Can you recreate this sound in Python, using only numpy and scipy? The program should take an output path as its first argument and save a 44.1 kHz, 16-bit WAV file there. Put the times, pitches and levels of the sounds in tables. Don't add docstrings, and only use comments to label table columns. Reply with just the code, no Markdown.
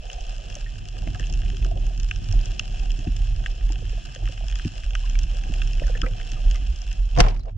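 import sys
import numpy as np
from scipy import signal
from scipy.fft import rfft, irfft, next_fast_len
from scipy.io import wavfile
from scipy.ndimage import uniform_filter1d

SR = 44100
rng = np.random.default_rng(int(sys.argv[2]) if len(sys.argv) > 2 else 0)


def generate_wav(signal):
    frames = np.transpose(np.atleast_2d(signal))
    scaled = np.clip(frames, -1, 1) * 32767
    pcm = np.round(scaled).astype(np.int16)
    wavfile.write(sys.argv[1], SR, pcm)


N = 333837
OPPOSITE = np.array([[1], [-1]])


def from_db(db):
    return 10 ** (np.asarray(db) / 20)


def rms_one(x):
    return x / np.sqrt(np.mean(x ** 2) + 1e-20)


def in_time(rows):
    s, *columns = np.transpose(rows)
    return [np.interp(np.arange(N) / SR, s, c) for c in columns]


def band(x, low_hz, high_hz):
    sos = signal.butter(2, [low_hz, min(high_hz, .45 * SR)], "band", fs=SR, output="sos")
    return signal.sosfilt(sos, x)


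def stereo_noise():
    return rng.standard_normal((2, N))


def drift(rate_hz):
    step = 40
    r = np.exp(-2 * np.pi * rate_hz * step / SR)
    draws = rng.standard_normal(N // step + 2002)
    slow = signal.lfilter([1], [1, -2 * r, r * r], draws)[2000:]
    return np.interp(np.arange(N) / step, np.arange(len(slow)), rms_one(slow))


def add(out, s, sound):
    at = int(s * SR)
    out[..., at:at + sound.shape[-1]] += sound[..., :N - at]


def rings(events, rise, attack_s, side_db, rough):
    out, t = np.zeros((2, N)), np.arange(SR // 5) / SR
    for s, level_db, hz, t60 in events:
        wobble = rough * rms_one(uniform_filter1d(rng.standard_normal(len(t)), size=150))
        phase = 2 * np.pi * hz * t * (1 + rise * t / t60) + wobble
        shape = from_db(level_db - 60 * t / t60) * (1 - np.exp(-(t / attack_s) ** 2))
        between = from_db(side_db) * np.cos(phase) * OPPOSITE
        add(out, s, -shape * (np.sin(phase) - between))
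    return out


# start in seconds, relative level in dB,
# low thud and treble against the rattle in dB, 60 dB decay of the middle band in seconds.
RATTLE = [(7.164, -32, 7, -4, 0.031), (7.1743, -23, 3, -9.5, 0.031), (7.186, -26.5, 3.5, 4.5, 0.033),
          (7.1944, -20.5, 3, -6, 0.06), (7.2029, -4, -5, -1, 0.03), (7.208, -16, 1.5, -9, 0.02),
          (7.2136, -36, 4, -23, 0.1), (7.2382, -27, 5, -24, 0.054), (7.247, -34, 20, -10, 0.013),
          (7.264, -25.5, 11, -27, 0.019), (7.2694, -34, 5, -12, 0.026), (7.2839, -26, -19, -5.5, 0.034),
          (7.294, -47, 15, -8, 0.056), (7.3013, -44, 13, 5, 0.037), (7.309, -34, -11, -19, 0.02),
          (7.321, -47, 11, -21, 0.035), (7.328, -55, 4, -19, 0.04), (7.344, -45, 9, -1, 0.032),
          (7.3523, -48, -3, -19, 0.021), (7.3635, -39, -14, -12, 0.03), (7.373, -52, 2, 5, 0.029),
          (7.394, -52.5, 9, 8, 0.034), (7.433, -55, 0, 5, 0.029), (7.4553, -53, 10, 1, 0.044),
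          (7.4817, -49, 7, -17, 0.03), (7.493, -45, -2, -24, 0.03), (7.5114, -58, -9, -19, 0.027)]


def rattle():
    out, t = np.zeros((3, 2, N)), np.arange(SR // 8) / SR
    for s, level_db, thud_db, treble_db, t60 in RATTLE:
        fall_db = -60 * t / t60
        low_db = thud_db + 9.5 + 0.5 * fall_db
        high_db = treble_db + 7.0 + 1.24 * fall_db
        levels = from_db(level_db + np.array([low_db, 6.0 + fall_db, high_db]))
        add(out, s, rng.standard_normal((3, 2, len(t))) * levels[:, None])
    low, middle, high = out
    body = band(band(low, 435, 1000), 300, 1680)
    thud = from_db(9.5) * band(low[0], 60, 153.7)
    clatter = band(band(middle, 1060, 3220), 700, 8600)
    treble = band(band(high, 4300, 6000), 3830, 9000)
    top = from_db(-26) * band(band(high, 9000, 10500), 6000, 11000)
    return body + thud + clatter + treble + top


def shot_crack():
    out, t = np.zeros((2, N)), np.arange(SR // 8) / SR
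    burst = band(rng.standard_normal((2, len(t))), 9000, 17000)
    add(out, 7.202, from_db(-43 - 60 * t / 0.039) * burst)
    return out


# time in seconds, relative level in dB.
BANDS = [(7.165, -73), (7.177, -23), (7.187, -16.5), (7.199, -11.5), (7.209, -12.5), (7.219, -30),
         (7.24, -57), (7.3, -100)]
# pitch in Hz, wobble rate in Hz, relative level in dB,
# part between the ports against the part alike at both in dB.
BAND_TONES = [(129, 56, 0.5, -7.5), (319.5, 66, -19, 20), (508, 34, -4.5, -6), (702, 45, -1.5, 0),
              (1075, 90, -13, -1), (1760, 130, -20.5, 2)]
BAND_WOBBLE = 0.54


def rubber_bands():
    twang = 0
    for hz, wobble_hz, db, side_db in BAND_TONES:
        phase = 2 * np.pi * hz * np.arange(N) / SR + BAND_WOBBLE * drift(wobble_hz)
        alike, between = np.sqrt(2) * np.sin(phase), np.sqrt(2) * np.cos(phase)
        twang = twang + from_db(db) * (alike + from_db(side_db) * between * OPPOSITE)
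    released = np.arange(N) > BANDS[0][0] * SR
    return from_db(in_time(BANDS)[0]) * released * twang / 2


WAKE_S, WAKE_DB, WAKE_T60_S = 7.21, -31.5, 0.35


def shaft_wake():
    since = np.arange(N) / SR - WAKE_S
    level = (since > 0) * from_db(WAKE_DB - 60 * np.abs(since) / WAKE_T60_S)
    return level * rms_one(band(stereo_noise(), 550, 2300))


# start in seconds, level before the attack in dB,
# pitch in Hz, 60 dB decay in seconds.
RECOIL = [(7.208, -5, 35.1, 0.52)]
RECOIL_HUM = [(7.198, -31.5, 335, 0.14)]


def recoil():
    jolt = rings(RECOIL, rise=0, attack_s=0.0029, side_db=-15, rough=0)
    return jolt + rings(RECOIL_HUM, rise=0, attack_s=0.0051, side_db=19, rough=0.93)


# time in seconds,
# relative level in dB, pitch in Hz.
THROB = [(0.0, -30, 38.2), (0.12, -42, 38.1), (0.17, -25.5, 36.8), (0.53, -36, 34.2), (0.63, -27.5, 37.9),
         (0.86, -35.5, 39.5), (1.01, -25.5, 38.37), (1.16, -33, 38.43), (1.43, -18, 37.06),
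         (1.5, -24, 36.93), (1.62, -22, 42.7), (1.75, -24.5, 38.2), (1.87, -19.5, 38.5), (1.98, -29, 38.04),
         (2.04, -18.5, 38.4), (2.09, -24.5, 38.74), (2.26, -31, 36.18), (2.38, -15.5, 37.2),
         (2.46, -32, 36.27), (2.51, -23.5, 34.88), (2.61, -40.5, 37.53), (2.74, -21, 34.56),
         (2.78, -27.5, 34.25), (2.91, -16, 37.23), (2.99, -29.5, 37.24), (3.16, -19, 37),
         (3.27, -20.5, 38.37), (3.6, -28, 38.3), (3.65, -18, 38.63), (3.73, -22, 42.33),
         (3.79, -31.5, 41.9), (3.9, -21, 41.4), (4.07, -31.5, 40.3), (4.13, -44, 42.27), (4.26, -21, 42.32),
         (4.32, -36, 42.2), (4.49, -21, 42.9), (4.74, -37, 38.94), (4.81, -25, 39.67), (4.91, -24.5, 39.05),
         (4.98, -23.5, 37.16), (5.23, -18.5, 35.61), (5.27, -27.5, 35.5), (5.37, -22.5, 35.7),
         (5.99, -21.5, 35.67), (6.13, -24.5, 32.78), (6.16, -31.5, 32.9), (6.41, -25, 32.95),
         (6.47, -15, 36.27), (6.51, -17.5, 39.73), (6.66, -26.5, 44.84), (6.7, -19, 44.35),
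         (6.77, -34.5, 43.62), (6.85, -25.5, 43.91), (7.0, -20, 39.47), (7.1, -22.5, 40.0),
         (7.21, -13, 38.2), (7.29, -11, 35.58), (7.38, -29.5, 35.26), (7.57, -32, 34.94)]
# time in seconds, change of the throb in dB.
JERK = [(7.19, 0.5), (7.21, -30), (7.31, -30), (7.37, 0.5)]
WAVER_DEPTH, WAVER_LOW_HZ, WAVER_HIGH_HZ = 0.42, 5.3, 18.3


def throb():
    throb_db, throb_hz = in_time(THROB)
    steady = np.sqrt(2) * np.sin(2 * np.pi * np.cumsum(throb_hz) / SR + 0.45 * drift(8.6))
    waver = band(rng.standard_normal(N + SR), WAVER_LOW_HZ, WAVER_HIGH_HZ)[SR:]
    waver = np.minimum(rms_one(waver), 1.2)
    rumble = rms_one(band(rng.standard_normal(N), 29.0, 48.9))
    motion = 0.93 * steady * (1 + WAVER_DEPTH * waver) + 0.37 * rumble
    return from_db(throb_db + in_time(JERK)[0]) * motion


# time in seconds, relative level of the turbulence in dB,
# relative level of its drone near 100 Hz in dB.
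FLOW = [(0.0, -50.5, -70), (0.15, -49, -56), (0.4, -45.5, -50), (0.91, -41.5, -44), (1.05, -33, -37),
        (1.28, -36.5, -51), (1.62, -32.5, -45), (1.94, -39.5, -46), (2.3, -37.5, -37.5), (2.8, -40.5, -51),
        (3.08, -40, -52.5), (3.22, -40.5, -37), (3.44, -40, -43.5), (4.51, -43.5, -45.5), (4.68, -44, -49),
        (4.98, -48, -54), (5.1, -40, -48), (5.63, -37, -43.5), (5.86, -37, -41.5), (5.97, -36.5, -45),
        (6.26, -40, -53), (6.7, -38.5, -62), (6.89, -46.5, -47), (7.08, -56, -51), (7.25, -31, -46),
        (7.57, -48.5, -42.5)]
# frequency in Hz, relative level in dB.
TURBULENCE = [(14, -34), (24, -1), (38, -3.5), (49, -3.5), (57, -8.5), (75, -24), (108, -15), (183, -28),
              (275, -35.5), (335, -37.5), (380, -35.5), (490, -65.5), (840, -120)]


def flow():
    rough_db, drone_db = in_time(FLOW)
    noise = stereo_noise()
    hz = np.arange(N // 2 + 1) * SR / N + 1
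    colour_hz, colour_db = np.transpose(TURBULENCE)
    colour = from_db(np.interp(np.log(hz), np.log(colour_hz), colour_db))
    mid, side = band(irfft(rfft(noise) * colour, N), 59.5, 520)
    drone = rms_one(band(rng.standard_normal(N), 89.1, 109.6))
    drone = from_db(drone_db + 2.0 + 2.6 * drift(5.3)) * drone
    lumps = from_db(rough_db + 0.82 + 2.63 * drift(12.2))
    side = rms_one(side) + 0.91 * rms_one(band(noise[1], 24, 55))
    side = lumps * from_db(-5.0) * side - 0.17 * drone
    mid = throb() + lumps * rms_one(mid) + drone
    return mid * from_db([[-1.2], [1.2]]) + side * OPPOSITE


# start in seconds, relative level in dB.
KNOCKS = [(1.069, -21.5), (1.199, -32), (1.328, -36), (2.34, -28), (2.987, -25), (3.0694, -13.5),
          (4.292, -32), (4.6515, -12), (5.495, -21), (5.816, -26), (6.03, -17.5), (6.325, -29)]
# pitch in Hz, relative level in dB, 60 dB decay in seconds.
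KNOCK_MODES = [(100.6, 1.5, 0.067), (151, 0.5, 0.056), (236.4, -1.5, 0.061), (285, -7, 0.074)]
KNOCK_SOFT_HZ = 340


def knocks():
    out = 0
    for hz, mode_db, t60 in KNOCK_MODES:
        events = [(s, db + mode_db, hz, t60) for s, db in KNOCKS]
        out = out + rings(events, rise=0, attack_s=0.0024, side_db=-29, rough=0)
    return band(out, 43, KNOCK_SOFT_HZ)


# start in seconds, level before the attack in dB,
# starting pitch in Hz, 60 dB decay in seconds.
BUBBLES = [(0.385, -41, 574, 0.094), (0.564, -31, 587, 0.042), (0.661, -36, 1840, 0.073),
           (1.025, -38.5, 752, 0.055), (1.07, -41, 2080, 0.044), (1.073, -24.5, 643, 0.029),
           (1.145, -38, 1670, 0.055), (1.151, -38, 1280, 0.039), (1.152, -37.5, 735, 0.091),
           (1.195, -38, 1830, 0.055), (1.199, -31, 486, 0.024), (1.215, -41, 1750, .07),
           (1.53, -40, 392, 0.2), (1.653, -35, 402, 0.053), (1.662, -36, 658, 0.057),
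           (1.905, -36, 660, 0.041), (2.335, -30, 729, 0.033), (3.701, -28, 790, 0.019),
           (3.701, -31.5, 305, 0.074), (3.821, -33, 450, 0.032), (3.93, -35.5, 436, 0.04),
           (3.978, -37.5, 689, 0.045), (4.161, -30, 535, 0.021), (4.221, -36, 670, 0.028),
           (4.23, -43.5, 334.5, 0.17), (4.292, -34, 540, 0.04), (4.408, -33, 665.4, 0.037),
           (4.437, -35, 667.6, 0.033), (5.04, -41.5, 1054, 0.051), (5.152, -24, 2347, 0.018),
           (5.524, -30, 625, 0.025), (5.819, -19.5, 558.4, 0.022), (5.836, -31.5, 1800, 0.03),
           (5.878, -36, 1494, 0.065), (5.896, -25.5, 510, 0.044), (5.95, -28.5, 1768, 0.063),
           (5.953, -33, 489, 0.062), (6.032, -25, 1300, 0.064), (6.035, -32, 1570, 0.056),
           (6.039, -28, 480, 0.065), (6.063, -30, 2440, 0.041), (6.064, -29, 516, 0.1),
           (6.063, -24, 2030, 0.025), (6.1, -43, 503, 0.2), (6.2, -46, 470.6, 0.31),
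           (6.365, -42.5, 1228, 0.072), (6.55, -38, 2057, 0.081), (6.55, -41.5, 1234, 0.07),
           (7.402, -45, 4149, 0.032), (7.41, -47, 4100, 0.026), (7.426, -52, 4070, 0.031)]
PUFF_DB, PUFF_LONGER = -14, 2.1


def stir():
    out, t = np.zeros((2, N)), np.arange(SR // 5) / SR
    for s, level_db, hz, t60 in BUBBLES:
        puff = rms_one(band(rng.standard_normal((2, len(t))), hz / 1.16, hz * 1.18))
        level = from_db(level_db + PUFF_DB - 60 * t / (t60 * PUFF_LONGER))
        add(out, s, puff * level * np.minimum(t / 0.0023, 1))
    return out


def bubbles():
    return rings(BUBBLES, rise=-0.02, attack_s=0.0017, side_db=-6.0, rough=0.33) + stir()


# start in seconds, relative level in dB, low and treble against the body in dB.
SNAPS = [(0.0663, -33.5, -19, -22), (0.099, -24.5, -17, -21), (0.1303, -33.5, -18, -3),
         (0.207, -33, -32, -4), (0.2658, -38, -13, -2), (0.3807, -36, -25, -6), (0.5, -34, -13, -4),
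         (0.524, -29.5, -32, -16), (0.5525, -29.5, -19, -1), (0.7553, -37, -14, -16),
         (0.8535, -34, -17, -8), (0.8855, -32.5, -21, -4.5), (0.9664, -38, -7, -11), (1.0732, -32, -7, -15),
         (1.1461, -30, -10, -13), (1.1957, -31, -6.5, -5), (1.2268, -30, -13, -19), (1.2383, -25, -29, -28),
         (1.2684, -30.5, -32, -12), (1.2982, -33, -22, -7), (1.3252, -36, -20, 1), (1.337, -31, -21, -4),
         (1.4178, -33.5, -9, -21), (1.4321, -34, -12, -23), (1.4587, -32, -17, -24),
         (1.5002, -27.5, -16, -13), (1.5443, -34, -17, -23), (1.5676, -28.5, -20, -10),
         (1.6242, -30, -18, -15), (1.6464, -28, -9, -7.5), (1.7736, -34, -21, -21), (1.8659, -35, -14, -2),
         (1.976, -36, -19, -7), (1.9987, -31, -17, -4.5), (2.0315, -37, -15, -1), (2.1107, -15, -13.5, -23),
         (2.1349, -43, -23, -16), (2.159, -27.5, -19, -10), (2.2427, -36, -23, -7),
         (2.3117, -30.5, -18, -4), (2.3247, -32, -14, -1), (2.3906, -38, -16, -12), (2.412, -38.5, -19, 2),
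         (2.4565, -33, -19, -5), (2.4681, -37, -16, -19), (2.5937, -12.5, -20.5, -9.5),
         (2.7069, -36, -29, -16), (2.7435, -30.5, -22, -17), (2.7717, -32, -21, -12),
         (2.7951, -31, -20, -6.5), (2.904, -26, -27, -17), (2.9169, -34.5, -19, -4), (2.9902, -38, -14, -3),
         (3.0715, -31.5, -14, -22), (3.1646, -33, -22, -9), (3.3508, -39, -14, -20),
         (3.4384, -32, -11, -21), (3.4599, -20, -4.5, -20), (3.6084, -36, -10, -28),
         (3.6901, -31.5, -16, -16), (3.7211, -33, -13, -2), (3.7557, -29, -17, -22),
         (3.8945, -37, -12, -6.5), (4.1483, -35, -9, -2), (4.1588, -27.5, -13, -18),
         (4.2549, -30, -13, -16), (4.2648, -37, -24, -13), (4.274, -30.5, -6.5, -24),
         (4.3759, -35, -8, -21), (4.4224, -44, -14, -20), (4.4824, -26, -21, -11), (4.4982, -28, -17, -13),
         (4.5124, -30.5, -20, -9), (4.5237, -27, -12.5, -16), (4.555, -25, -16, -10.5),
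         (4.595, -32, -2, -20), (4.6469, -28, -19, -15), (4.8341, -32, -7.5, -12), (4.9057, -28, -19, -17),
         (4.9327, -28, -26, -25), (4.9513, -20, -5, -12), (4.9927, -33, -24, -11), (5.0595, -38, -10, -11),
         (5.0743, -35, -25, -27), (5.0963, -30, -18, -8.5), (5.1531, -32, -6.5, -22),
         (5.1887, -27, -17, -2), (5.2223, -38, -19, -9), (5.2325, -40, -20, 0), (5.2963, -36, -21, -14),
         (5.3128, -37, -18, -9), (5.346, -39, -14, -7), (5.4362, -31.5, -9, -11), (5.5378, -25, -15, -9.5),
         (5.6007, -32, -16, -21), (5.6173, -17.5, -16, -21.5), (5.6734, -28.5, -19, -7.5),
         (5.709, -35, -16, -19), (5.7323, -30, -20, -6), (5.751, -36, -22, -8), (5.7802, -36, -11, -15),
         (5.7963, -27.5, -12.5, -21), (5.8672, -37, -4, -2), (5.9747, -32, -16, -10.5),
         (6.0159, -16, -17, -16.5), (6.061, -38, 2, -28), (6.134, -34, -15, -17), (6.1987, -32, -7, -21),
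         (6.2117, -29.5, -11, -24), (6.229, -35, -18, -6), (6.3173, -32.5, -11, 0),
         (6.5109, -25.5, -17, -7), (6.5571, -29.5, -14, -5.5), (6.666, -33, -19, -15),
         (6.7597, -36.5, -26, -2), (6.8168, -36.5, -19, -2), (6.8759, -30, -22, -14),
         (6.914, -30, -16, -15), (6.9281, -34.5, -16, -2), (7.151, -30.5, -31, -17)]
SNAP_RINGS = [(1150, 2146), (2350, 3680), (4300, 7530), (8500, 13000)]
SOFT_MEAN_DB = [-43.5, -21, -14]
SOFT_SPREAD_DB = [2, 12, 10.5]
SOFT_SNAPS, SHOT_S = 30, 7.16
SNAP_SPREAD_S, SURFACE_ECHO_S, SURFACE_ECHO_DB = 0.00052, 0.0035, -12.5


def snaps():
    out, t = np.zeros((2, N)), np.arange(700) / SR
    chance = np.clip(rng.standard_normal((SOFT_SNAPS, 3)), -2, 1.2)
    soft = np.array(SOFT_MEAN_DB) + np.array(SOFT_SPREAD_DB) * chance
    soft_rows = np.column_stack([SHOT_S * rng.random(SOFT_SNAPS), soft])
    s, level_db, low_db, treble_db = np.vstack([soft_rows, SNAPS]).T
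    x = t / SNAP_SPREAD_S
    swarms = rng.standard_normal((len(s), len(t))) * x * np.exp(-x)
    directions = rng.standard_normal(len(s))
    snap = 0
    ring_db = [low_db + 14.5, 0 * s, treble_db + 17.5, treble_db + 13]
    for (low, high), db in zip(SNAP_RINGS, ring_db):
        part = band(band(swarms, low, high), low, high)
        part = part / np.abs(part).max(axis=1, keepdims=True)
        snap = snap + from_db(level_db + db)[:, None] * part
    for start, wave, way in zip(s, snap, directions):
        both = wave * [[1], [way]]
        add(out, start, both)
        add(out, start + SURFACE_ECHO_S, -from_db(SURFACE_ECHO_DB) * both)
    return out


def crackle(per_s, spread_db, smear_s):
    sizes = from_db(spread_db * np.minimum(rng.exponential(1, N), 3.5)) * rng.choice([-1, 1], N)
    clicks = sizes * (rng.random(N) < per_s * from_db(3.0 * drift(20)) / SR)
    echoes = 0.16 * rng.standard_normal(500) * np.exp(-np.arange(500) / SR / smear_s)
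    echoes[0] = 1
    both = clicks * np.array([np.ones(N), rng.standard_normal(N)])
    return rms_one(signal.oaconvolve(both, echoes[None], axes=1)[:, :N])


def gurgle():
    grains = crackle(per_s=280.0, spread_db=6.0, smear_s=0.0012)
    dealt = rng.integers(0, 6, N)[np.arange(N) // 400]
    out = 0
    for k, hz in enumerate(np.geomspace(510, 790, 6)):
        turn = uniform_filter1d(1. * (dealt == k), size=200)
        out = out + band(grains * turn, hz / 1.06, hz * 1.06)
    return rms_one(out)


HOUSING = [(380, 94, 1.02, -0.65, 1.3), (524, 550, 0.33, 0.24, 0.0), (670, 160, -0.03, 0.31, 0.03),
           (746, 91, -0.84, -1.5, 1.0), (911, 402, -0.301, -0.189, -0.837),
           (1214, 187, -0.209, -0.259, 0.152), (1489, 108, -0.232, 0.155, -0.015),
           (1721, 319, 0.506, -0.157, -0.022), (1989, 60, 0.075, -0.055, -0.076),
           (2616, 271, -1.109, -0.323, 0.241), (3257, 904, 2.951, 0.094, -0.607),
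           (3581, 1493, -3.29, 0.08, 0.609), (3989, 1261, 1.71, -0.119, -0.279),
           (4597, 570, 0.104, 0.111, -0.142), (4943, 206, -0.013, -0.154, -0.144),
           (5435, 631, 0.57, -0.02, 0.18), (6279, 471, 0.422, -0.195, 0.191),
           (6664, 473, 0.002, 0.171, 0.2), (7414, 1985, 0.163, -0.061, 0.144),
           (7890, 619, -0.177, 0.303, 0.202), (8881, 839, -0.094, -0.023, -0.008),
           (12629, 3027, -0.08, 0.148, -0.04)]
WALL_HZ = 6970


def housing(drive, scattered):
    size = next_fast_len(N + 4096)
    hz = np.arange(size // 2 + 1) * SR / size
    near, far = rfft(drive, size), rfft(scattered, size)
    mid = side = 0
    for mode_hz, width, alike, between, scatter in HOUSING:
        mode = width / (mode_hz ** 2 - hz ** 2 + 1j * hz * width)
        mid = mid + alike * 1j * hz * mode * near
        side = side + mode_hz * mode * (between * near + scatter * far)
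    wall = 1 / (1 + np.sqrt(2) * 1j * hz / WALL_HZ - (hz / WALL_HZ) ** 2) ** 2
    return irfft([(mid + side) * wall, (mid - side) * wall], size)[:, :N]


# time in seconds, then relative levels in dB of
REEF = [(0.0, -51.5, -50.5, -87), (0.6, -49.5, -53.5, -71), (0.8, -51, -59.5, -77), (1.09, -48, -47, -59),
        (1.41, -49, -58, -61), (1.68, -48, -48.5, -52), (2.05, -51.5, -60, -63), (2.45, -49, -54, -57),
        (3.3, -50.5, -52.5, -63), (4.05, -49.5, -60.5, -66), (4.2, -48.5, -53, -80), (4.9, -48, -58.5, -74),
        (5.3, -49, -56.5, -64), (5.9, -48, -48.5, -62), (6.5, -48, -52.5, -71), (7.12, -52, -62.5, -74),
        (7.22, -44.5, -40, -59.5), (7.3, -52.5, -39.5, -68), (7.36, -64, -52, -66), (7.42, -72, -60, -65),
        (7.46, -69, -51, -68), (7.488, -65.5, -41, -70), (7.52, -74, -61, -79), (7.57, -82, -84, -82)]
SNAP_BANDS = [(900, 2780), (2200, 4800), (4400, 7600)]
CRACKLE_SWAY_DB, WASH_SLOSH_DB, WASH_SLOSH_HZ = 1.5, 4, 8.8


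def reef():
    crackle_db, wash_db, hum_db = in_time(REEF)
    distant = band(crackle(per_s=120., spread_db=4.5, smear_s=0.002), 450, 11000)
    blur = band(stereo_noise(), 500, 9900)
    shrimp = band(0.62 * distant + 0.54 * blur, 780, 20000)
    shrimp += 0.48 * band(stereo_noise(), 9750, 17000)
    for (low, high), share in zip(SNAP_BANDS, [.5, .55, .7]):
        shrimp += share * band(crackle(per_s=250., spread_db=2.5, smear_s=0.0016), low, high)
    shrimp *= from_db(crackle_db + 14 + CRACKLE_SWAY_DB * drift(4.6))
    wash = 0.45 * gurgle() + 0.5 * rms_one(band(stereo_noise(), 411, 874))
    slosh_db = WASH_SLOSH_DB * np.minimum(drift(WASH_SLOSH_HZ), 1.4)
    wash *= from_db(wash_db + 3.0 + slosh_db)
    hum = rms_one(band(band(rng.standard_normal(N), 336, 400), 336, 400))
    hum = from_db(hum_db + 4.5 + 3.0 * drift(6.7)) * hum * OPPOSITE
    return housing(*(shrimp + wash + snaps())) + hum


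def scene():
    shot = rattle() + shot_crack() + rubber_bands() + shaft_wake() + recoil()
    return shot + flow() + knocks() + bubbles() + reef()


CUTOFF_HZ = 16290


def record(dry):
    rounded = 1.088 * np.tanh(dry / 1.094)
    return signal.sosfilt(signal.cheby2(18, 70, CUTOFF_HZ, fs=SR, output="sos"), rounded)


dry = scene()
out = record(dry)
generate_wav(out)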